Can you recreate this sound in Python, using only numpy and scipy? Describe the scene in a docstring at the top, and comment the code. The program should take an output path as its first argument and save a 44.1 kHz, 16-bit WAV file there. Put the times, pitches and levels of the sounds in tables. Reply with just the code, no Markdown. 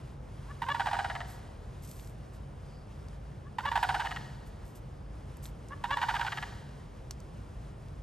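"""Two sandhill cranes give three rattling duets on a lawn: one leads with hollow knocks, and its mate
overlaps with harsher beats and finishes alone. Membranes in each bird's voice box pulse and ring its
long, coiled windpipe. A soft note and a short, clear honk mark the start of each duet, and trees and
houses scatter the calls. Behind them traffic rumbles, an engine idles, leaves hiss and something
chirrs faintly; close by, soft steps crackle in the mulch."""
import sys
import numpy as np
from scipy import signal
from scipy.fft import rfft, irfft, next_fast_len
from scipy.io import wavfile

SR = 44100
rng = np.random.default_rng(int(sys.argv[2]) if len(sys.argv) > 2 else 0)


def generate_wav(signal):
    """Clip the signal to [-1, 1] and save it as 16-bit WAV at the path in sys.argv[1]."""
    frames = np.transpose(np.atleast_2d(signal))
    scaled = np.clip(frames, -1, 1) * 32767
    pcm = np.round(scaled).astype(np.int16)
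    wavfile.write(sys.argv[1], SR, pcm)


N = 354034
BEAT_TIME = np.arange(SR // 10) / SR   # seconds within one short sound
FFT_SIZE = next_fast_len(N + SR // 10, real=True)
BIN_HZ = np.fft.rfftfreq(FFT_SIZE, 1 / SR)


def from_db(db):
    """Turn decibels into a gain."""
    return 10 ** (np.asarray(db) / 20)


def unit_power(x):
    """Scale a sound to an average power of one."""
    return x / np.sqrt(np.mean(x ** 2) + 1e-20)


def at_hz(points, hz):
    """Read between the rows of a table, on a log-frequency axis."""
    f, value = np.transpose(points)
    return np.interp(np.log(np.maximum(hz, 1)), np.log(f), value)


def add(track, s, sound):
    """Mix a sound in, starting at s seconds."""
    i = round(s * SR)
    track[i:i + len(sound)] += sound[:N - i]


def keep_band(x, hz, kind, order=2):
    """Keep the "low" or the "high" side of hz."""
    return signal.sosfilt(signal.butter(order, hz, kind, fs=SR, output="sos"), x)


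def resonate(x, hz, width_hz):
    """Let a sound ring at one frequency; a narrower ring lasts longer."""
    r = np.exp(-np.pi * width_hz / SR)
    feedback = [1, -2 * r * np.cos(2 * np.pi * hz / SR), r * r]
    return signal.lfilter(np.array([1, 0, -1]) * (1 - r * r) / 2, feedback, x)


def cavity(x, modes):
    """A hollow space rings at several frequencies, added with alternating signs."""
    return sum((-1) ** k * from_db(db) * resonate(x, hz, width)
               for k, (hz, width, db) in enumerate(modes))


def drift(rate, size):
    """A random wander that heads for a new value `rate` times a second."""
    at = np.arange(size) * rate / SR + rng.random()
    count = int(at[-1]) + 2
    return np.interp(at, np.arange(count), rng.standard_normal(count))


# How alike sound from all around is in the two ears: f/Hz, likeness from 0 to 1
EAR_LIKENESS = [(40, 1), (130, 0.98), (220, 0.78), (400, 0.47), (750, 0.09), (1300, 0.22), (2200, 1),
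                (6000, 1), (12000, 1)]

def stereo_noise(spectrum, size):
    """Noise with a given tone colour, partly alike in both ears."""
    mid, side = rfft(rng.standard_normal((2, FFT_SIZE)))
    alike = at_hz(EAR_LIKENESS, BIN_HZ)
    ears = np.sqrt(1 + alike) * mid + np.sqrt(1 - alike) * side * [[1], [-1]]
    return irfft(from_db(at_hz(spectrum, BIN_HZ)) * ears, FFT_SIZE)[:, :size]


# Tone colour of the traffic: f/Hz, relative level/dB
TRAFFIC_TONE = [(25, -9.5), (38, -5), (53, 5), (66, -2.5), (85, -2), (110, -2), (145, -4), (170, -10),
                (210, -13), (280, -17.5), (380, -19.5), (500, -20)]

def traffic(db=-44.5):
    """Far traffic blends into a steady, low rumble."""
    rumble = keep_band(stereo_noise(TRAFFIC_TONE, N), 430, "low", order=4)
    return from_db(db) * unit_power(rumble)


# Tone colour of the hiss from trees and far roads: f/Hz, relative level/dB
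HISS_TONE = [(400, 1), (600, -3), (1000, -7), (1500, -13.5), (2200, -19.5), (3200, -22), (4200, -26.5),
             (4900, -25), (6500, -29), (8200, -32.5), (9800, -26), (10800, -33.5), (12500, -40)]
# Rise and fall of the leaves' hiss, in four groups of rows: t/s, relative level/dB
LEAF_SWELLS = [
    [(0.0, -71), (0.176, -78), (0.42, -71.5)],
    [(2.2, -76), (3.152, -75), (3.5, -77.5)],
    [(4.55, -76.5), (5.092, -77.5), (5.3, -74)],
    [(6.85, -76), (6.964, -75), (8.0, -76)],
]

def breeze(db=-55.5, rustle_db=1.4):
    """Trees and far roads hiss softly; the treble wavers as the leaves rustle."""
    air = from_db(db) * unit_power(keep_band(stereo_noise(HISS_TONE, N), 411, "high", order=4))
    leaves = air - signal.sosfiltfilt(signal.butter(1, 1800, fs=SR, output="sos"), air)
    s, hiss_db = np.vstack(LEAF_SWELLS).T
    lift_db = np.interp(np.arange(N) / SR, s, hiss_db - hiss_db.mean()) + rustle_db * drift(18, N)
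    return air + leaves * (from_db(lift_db) - 1)


# The tones of the engine's hum: f/Hz, level/dB
ENGINE_TONES = [(137.5, -56.5), (206, -65), (297, -69)]

def engine(waver=0.0105, flutter=0.32):
    """An engine idles unevenly: its tones waver together in pitch, and each flutters in level."""
    clock = np.cumsum(1 + waver * drift(8, N)) / SR
    return sum(from_db(db) * unit_power(np.sin(2 * np.pi * hz * clock) * (1 + flutter * drift(16, N)))
               for hz, db in ENGINE_TONES)


# Faint, high chirrs far away: t/s, length/s, level/dB
FAR_CHIRRS = [(2.596, 0.3, -71.5), (4.923, 0.3, -81)]

def chirrs(hz=4750, width_hz=650):
    """A thin band of noise, perhaps an insect, swells and fades."""
    out = np.zeros(N)
    for s, length, db in FAR_CHIRRS:
        progress = np.linspace(0, 1, round(length * SR))
        band = resonate(resonate(rng.standard_normal(SR), hz, width_hz), hz, width_hz)[:len(progress)]
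        add(out, s, from_db(db) * unit_power(band) * np.sin(np.pi * progress))
    return out


# Feet pressing the mulch: t/s, length/s, level/dB before filtering
FOOTSTEPS = [(1.273, 0.13, -52.5), (1.819, 0.22, -50.5), (1.949, 0.21, -54.5), (2.332, 0.046, -61),
             (4.456, 0.051, -60), (4.647, 0.12, -61.5), (4.748, 0.055, -55), (5.424, 0.089, -49)]

def footsteps(grains_per_s=7000, spread_db=2.5, leaf_hz=6000):
    """Dry leaves crush under each step in tiny clicks, or grains."""
    out = np.zeros(N)
    for s, length, db in FOOTSTEPS:
        size = round(length * SR)
        grains = (rng.random(size) < grains_per_s / SR) * rng.standard_normal(size)
        grains *= from_db(spread_db * rng.exponential(1, size))
        pressure = np.sin(np.pi * np.linspace(0, 1, size) ** 0.44)
        add(out, s, from_db(db) * unit_power(grains) * pressure)
    return keep_band(out, leaf_hz, "high", order=1)


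# Twigs and bark breaking: t/s, peak level/dB of the crack, f/Hz
TWIG_SNAPS = [(1.996, -42.5, 3370), (2.074, -43.5, 6400), (3.085, -47, 5000), (3.835, -31.5, 11500),
              (4.7572, -48, 9500), (5.37, -42, 10500), (5.4552, -35.5, 3470), (5.6853, -44, 6960),
              (7.109, -27, 5200), (7.2027, -44, 6060), (7.8848, -47.5, 3500)]

def twigs(wood_db=-5, wood_hz=1150):
    """A twig snaps with a sharp crack; only thick, low-pitched ones add much of a woody note."""
    out = np.zeros(N)
    decay = np.exp(-BEAT_TIME / .0011) + .06 * np.exp(-BEAT_TIME / .016)
    wood = np.sin(2 * np.pi * wood_hz * BEAT_TIME) * np.exp(-BEAT_TIME / .0005)
    for s, db, hz in TWIG_SNAPS:
        crack = resonate(rng.standard_normal(len(decay)) * decay, hz, hz * 0.59)
        thickness_db = wood_db - 40 * np.log10(max(hz / 5000, 1))
        add(out, s, from_db(db) * (crack / np.max(np.abs(crack)) + from_db(thickness_db) * wood))
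    return out


# A foot landing heavily: t/s, peak level/dB, f/Hz
HEAVY_STEPS = [(7.114, -34.5, 68)]

def thuds(swell_s=0.0052):
    """The soft ground gives a brief, low bump."""
    out, age = np.zeros(N), BEAT_TIME / swell_s
    for s, db, hz in HEAVY_STEPS:
        add(out, s, from_db(db) * age * np.exp(1 - age) * np.sin(2 * np.pi * hz * BEAT_TIME))
    return out


def house_echo(x, delay_s=0.096, db=-17, dull_hz=2500):
    """A house front behind the birds returns one dull echo."""
    out = np.zeros(N)
    add(out, delay_s, from_db(db) * keep_band(x, dull_hz, "low"))
    return out


# Tone colour of the scattered calls: f/Hz, relative level/dB
SCATTER_TONE = [(400, 16.5), (900, -1.5), (1700, -1.5), (3000, -1), (5000, 13), (8000, 11), (12000, 10)]

def scatter(x, far=(-15, 1.56), near=(-13, 0.95)):
    """Near trunks scatter the sound briefly, far trees and houses for longer."""
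    t = np.arange(SR * 3 // 2) / SR
    onset = np.clip((t - .008) / .015, 0, 1)
    response = 0
    for relative_db, fade_s in (far, near):
        decay = from_db(-60 * t / fade_s) * onset
        decay /= np.sqrt(2 * np.sum(decay ** 2))
        response = response + from_db(relative_db) * stereo_noise(SCATTER_TONE, len(t)) * decay
    return signal.fftconvolve(x[None], response, axes=1)[:, :N]


def voiced(pitch, tone, dull_db=0):
    """The throat shapes the harmonics of a pitch; past the second, each loses another dull_db."""
    k = np.arange(1, 14)[:, None]
    phase = 2 * np.pi * (k * np.cumsum(pitch) / SR + rng.random(k.shape))
    gains = from_db(at_hz(tone, k * pitch) - dull_db * np.maximum(k - 2, 0))
    return unit_power(np.sum(gains * np.sin(phase), axis=0))


# Tone colour of a knock: f/Hz, relative level/dB
KNOCK_TONE = [(950, -1), (1400, -27), (1850, -9.5), (2700, -24), (3600, -20), (4600, -28), (6500, -39.5),
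              (9000, -35.5), (12000, -40)]

def knock(hz, peak_s=0.004, sag=0.098, rough=0.012):
    """The voice box opens for a few cycles; the pitch sags as the pressure is spent."""
    age = BEAT_TIME / peak_s
    pitch = hz * (1 + sag * np.tanh(1 - age) + rough * drift(1200, len(age)))
    return voiced(pitch, KNOCK_TONE) * age * np.exp((1 - age ** 3) / 3)


def after_knocks(hz, settled_hz, fall_db, gap_s):
    """Three weaker knocks follow, their pitch nearing settled_hz as the membranes settle."""
    out = np.zeros(N)
    for k, (late, loud, detune) in enumerate(rng.standard_normal((3, 3)), start=1):
        pitch = (settled_hz + (hz - settled_hz) * .5 ** k) * (1 + 0.035 * detune)
        add(out, gap_s * (k + .07 * late), from_db(1.3 * loud - k * fall_db) * knock(pitch))
    return out[:len(BEAT_TIME)]


# Where the windpipe and mouth ring in a rasp: f/Hz, width/Hz, relative level/dB
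THROAT_RINGS = [(775, 124, -4), (920, 94, -2.5), (1248, 210, -2.5), (1680, 190, -2.5), (1898, 63, 0),
                (2160, 120, -14)]
# Higher rings that make the rasp bright: f/Hz, width/Hz, relative level/dB
BRIGHT_RINGS = [(2350, 240, -3), (2930, 320, -3.5), (3320, 244, -5.5), (3710, 270, -10), (4320, 750, -15.5),
                (6600, 2050, -22), (8200, 6900, -27.5)]

def rasp(length, beak_hz, bright_db, fade_db=4, slap_hz=430, jitter=.3, uneven_db=3, breath=0.016):
    """The membranes slap irregularly and ring the long windpipe and the beak."""
    t, size = BEAT_TIME, len(BEAT_TIME)
    progress = t / length
    cycles = np.floor(np.cumsum(slap_hz * np.exp(jitter * drift(600, size))) / SR)
    slaps = np.diff(cycles, prepend=-1) * from_db(uneven_db * rng.standard_normal(size))
    source = (slaps + breath * rng.standard_normal(size)) * (t < length) * from_db(-fade_db * progress)
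    opening = from_db(2 + 8 * (np.minimum(progress, 1) - .5))   # the beak rings more as the beat goes on
    beak = resonate(source * opening, beak_hz, width_hz=130)
    body = keep_band(cavity(source, THROAT_RINGS) + beak, 604, "high", order=4)
    edge = keep_band(cavity(source * from_db(-5 * progress), BRIGHT_RINGS), 1600, "high")
    beat = unit_power(keep_band(body, 2500, "low")) + from_db(bright_db) * unit_power(edge)
    # all the rings slide down a little as the throat relaxes
    slowing = np.cumsum(1 + 0.021 * np.tanh(1 - 2 * progress)) / SR
    return np.interp(slowing, t, beat) * np.sqrt(length / t[-1])


def rattle(first_s, last_s, count, linger):
    """Quickening beats, as (t/s, share of the call spent); linger stretches the first gaps."""
    k = np.arange(round(count))
    relative_gaps = 0.06 + linger * 0.22 ** k - 0.0012 * k
    elapsed = np.cumsum(relative_gaps) - relative_gaps
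    spent = elapsed / elapsed[-1]
    return zip(first_s + (last_s - first_s) * spent, spent)


# The mate's rattles: first beat t/s, last beat t/s, knock relative level/dB, knock fade/dB, share of
# the call before that fade, knock f/Hz, pitch drop/Hz, rasp relative level/dB, brightness/dB
MATE_CALLS = [(0.796, 1.2043, -24.5, 15, 0.45, 838, 142, -35, -9.5),
              (3.755, 4.1615, -22, 27, 0.4, 863, 92, -34, -7),
              (6.0154, 6.4257, -28, 20.5, 0.25, 896, 90, -33.5, -6)]

def mate(rasp_fade_db=2, beak_turn=0.68, turn_width=0.055):
    """A lower knock opens each beat and breaks into a rasp; as effort fades, mostly rasp is left."""
    out = np.zeros(N)
    beak_step = [beak_turn - turn_width, beak_turn + turn_width]   # shares of the call
    for first_s, last_s, knock_db, fade_db, hold, start_hz, drop_hz, rasp_db, bright_db in MATE_CALLS:
        for s, spent in rattle(first_s, last_s, count=8, linger=0.0138):
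            tired = spent ** 2
            hz = start_hz - drop_hz * tired
            knocks = knock(hz) + after_knocks(hz, settled_hz=763, fall_db=4.5, gap_s=.0078)
            add(out, s, from_db(knock_db - np.interp(spent, [hold, 1], [0, fade_db])) * knocks)
            rasp_s = np.interp(tired, [0, 1], [0.025, 0.013])
            beak_hz = np.interp(spent, beak_step, [1490, 1780])
            add(out, s, from_db(rasp_db - rasp_fade_db * tired) * rasp(rasp_s, beak_hz, bright_db))
    return out


# The leading crane's calls: first beat t/s, last beat t/s, number of beats, knock relative level/dB,
# knock f/Hz, honk level/dB, soft note level/dB
LEADER_CALLS = [(0.618, 0.965, 7, -26.5, 935, -32.5, -47.5), (3.584, 4.0477, 9, -25.5, 930, -32.5, -57),
                (5.839, 6.247, 8, -25, 934, -32.5, -43.5)]

def leader(fade_db=6, drop_hz=44.7, rasp_db=-16.5):
    """Hollow knocks, each with a light rasp; they weaken and sink as the bird tires late in the call."""
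    out = np.zeros(N)
    for first_s, last_s, count, db, start_hz, *_ in LEADER_CALLS:
        for s, spent in rattle(first_s, last_s, count, linger=0.0083):
            tired = spent ** 4.8
            hz = start_hz - drop_hz * tired
            beat = knock(hz) + after_knocks(hz, settled_hz=926, fall_db=7, gap_s=.0072)
            beat += from_db(rasp_db) * rasp(0.024, beak_hz=1430, bright_db=-4.5, fade_db=4.5)
            add(out, s, from_db(db - fade_db * tired) * beat)
    return out


# Tone colour of a honk: f/Hz, relative level/dB
HONK_TONE = [(560, -13.5), (1100, 3), (1400, -7), (1730, 1.5), (2300, -13), (2900, -6.5), (3480, -9.5),
             (4100, -20), (5200, -30), (7000, -31)]

def honk(length, db, start_hz, top_hz, hoarse, swell_db=10, flutter_db=2.4, full_db=-32.5, release=0.13):
    """A note slides up and swells, then stops; the further below full_db, the duller it is."""
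    size = round(length * SR)
    progress = np.linspace(0, 1, size)
    pitch = start_hz + (top_hz - start_hz) * np.sin(2.05 * progress) ** 2
    pitch *= 1 + 0.0013 * drift(420, size)
    effort_db = db - swell_db * (1 - progress) ** 2 - flutter_db * drift(334, size)
    tone = voiced(pitch, HONK_TONE, dull_db=4 * np.tanh(np.maximum(full_db - effort_db, 0) / 6))
    tone *= 1 + hoarse * drift(900, size)   # uneven cycles fill the gaps between harmonics
    return from_db(effort_db) * np.interp(progress, [0, .08, 1 - release, 1], [0, 1, 1, 0]) * tone


def opening_notes(lead_s=0.137, lag_s=0.045):
    """A soft, hoarse note announces each duet; a full honk follows the first knock."""
    out = np.zeros(N)
    for s, *_, honk_db, soft_db in LEADER_CALLS:
        add(out, s - lead_s, honk(0.0434, soft_db, start_hz=525, top_hz=580, hoarse=0.52))
        add(out, s + lag_s, honk(0.069, honk_db, start_hz=509.7, top_hz=574.3, hoarse=0.088))
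    return out


# Narrow rings of the windpipe: f/Hz, width/Hz, relative level/dB
WINDPIPE_RINGS = [(752, 20, -7), (941, 11, 4), (1511, 56, -6), (1664, 66, -6.5), (2954, 22, -7)]

def windpipe(x):
    """The long, coiled windpipe rings on after each beat."""
    return x + sum(from_db(db) * resonate(x, hz, width) for hz, width, db in WINDPIPE_RINGS)


# How much louder the cranes are on the left than on the right: f/Hz, level/dB
EAR_BALANCE = [(550, 1), (800, -3), (970, -5.5), (1200, 1.5), (1570, -3), (1750, 4), (2000, 0),
               (2220, -2.2), (2700, 0)]

def to_ears(x):
    """The ground and trunks favour one ear or the other, depending on the frequency."""
    gains = from_db(at_hz(EAR_BALANCE, BIN_HZ) * [[.5], [-.5]])
    return irfft(rfft(x, FFT_SIZE) * gains, FFT_SIZE)[:, :N]


def scene(rattle_db=-1.48):
    """The cranes call from ahead, over their echoes, the steps and the background."""
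    cranes = windpipe(from_db(rattle_db) * (leader() + mate())) + opening_notes()
    calls = to_ears(cranes) + scatter(cranes) + house_echo(cranes)
    return calls + footsteps() + twigs() + thuds() + traffic() + breeze() + engine() + chirrs()


# How far the left microphone opening runs ahead of the right: f/Hz, phase/radians
LEFT_LEAD = [(60, -0.05), (340, 0.39), (860, 0.15), (1700, 0.09), (3000, 0.61), (5500, 0.8), (6600, 0.95),
             (8000, 0), (9000, -0.7), (9700, 4.5), (10400, 3), (10900, 4), (11500, 2 * np.pi)]

def record(dry, bass_hz=36, top_hz=12600):
    """Two microphone openings slip out of step in the treble; the deepest bass and the top are cut."""
    turn = np.exp(-1j * at_hz(LEFT_LEAD, BIN_HZ) * [[0], [1]])
    shifted = irfft(rfft(dry, FFT_SIZE) * turn, FFT_SIZE)[:, :N]
    trimmed = keep_band(shifted, bass_hz, "high", order=10)
    return signal.sosfilt(signal.ellip(10, .1, 80, top_hz, fs=SR, output="sos"), trimmed)


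dry = scene()
out = record(dry)
generate_wav(out)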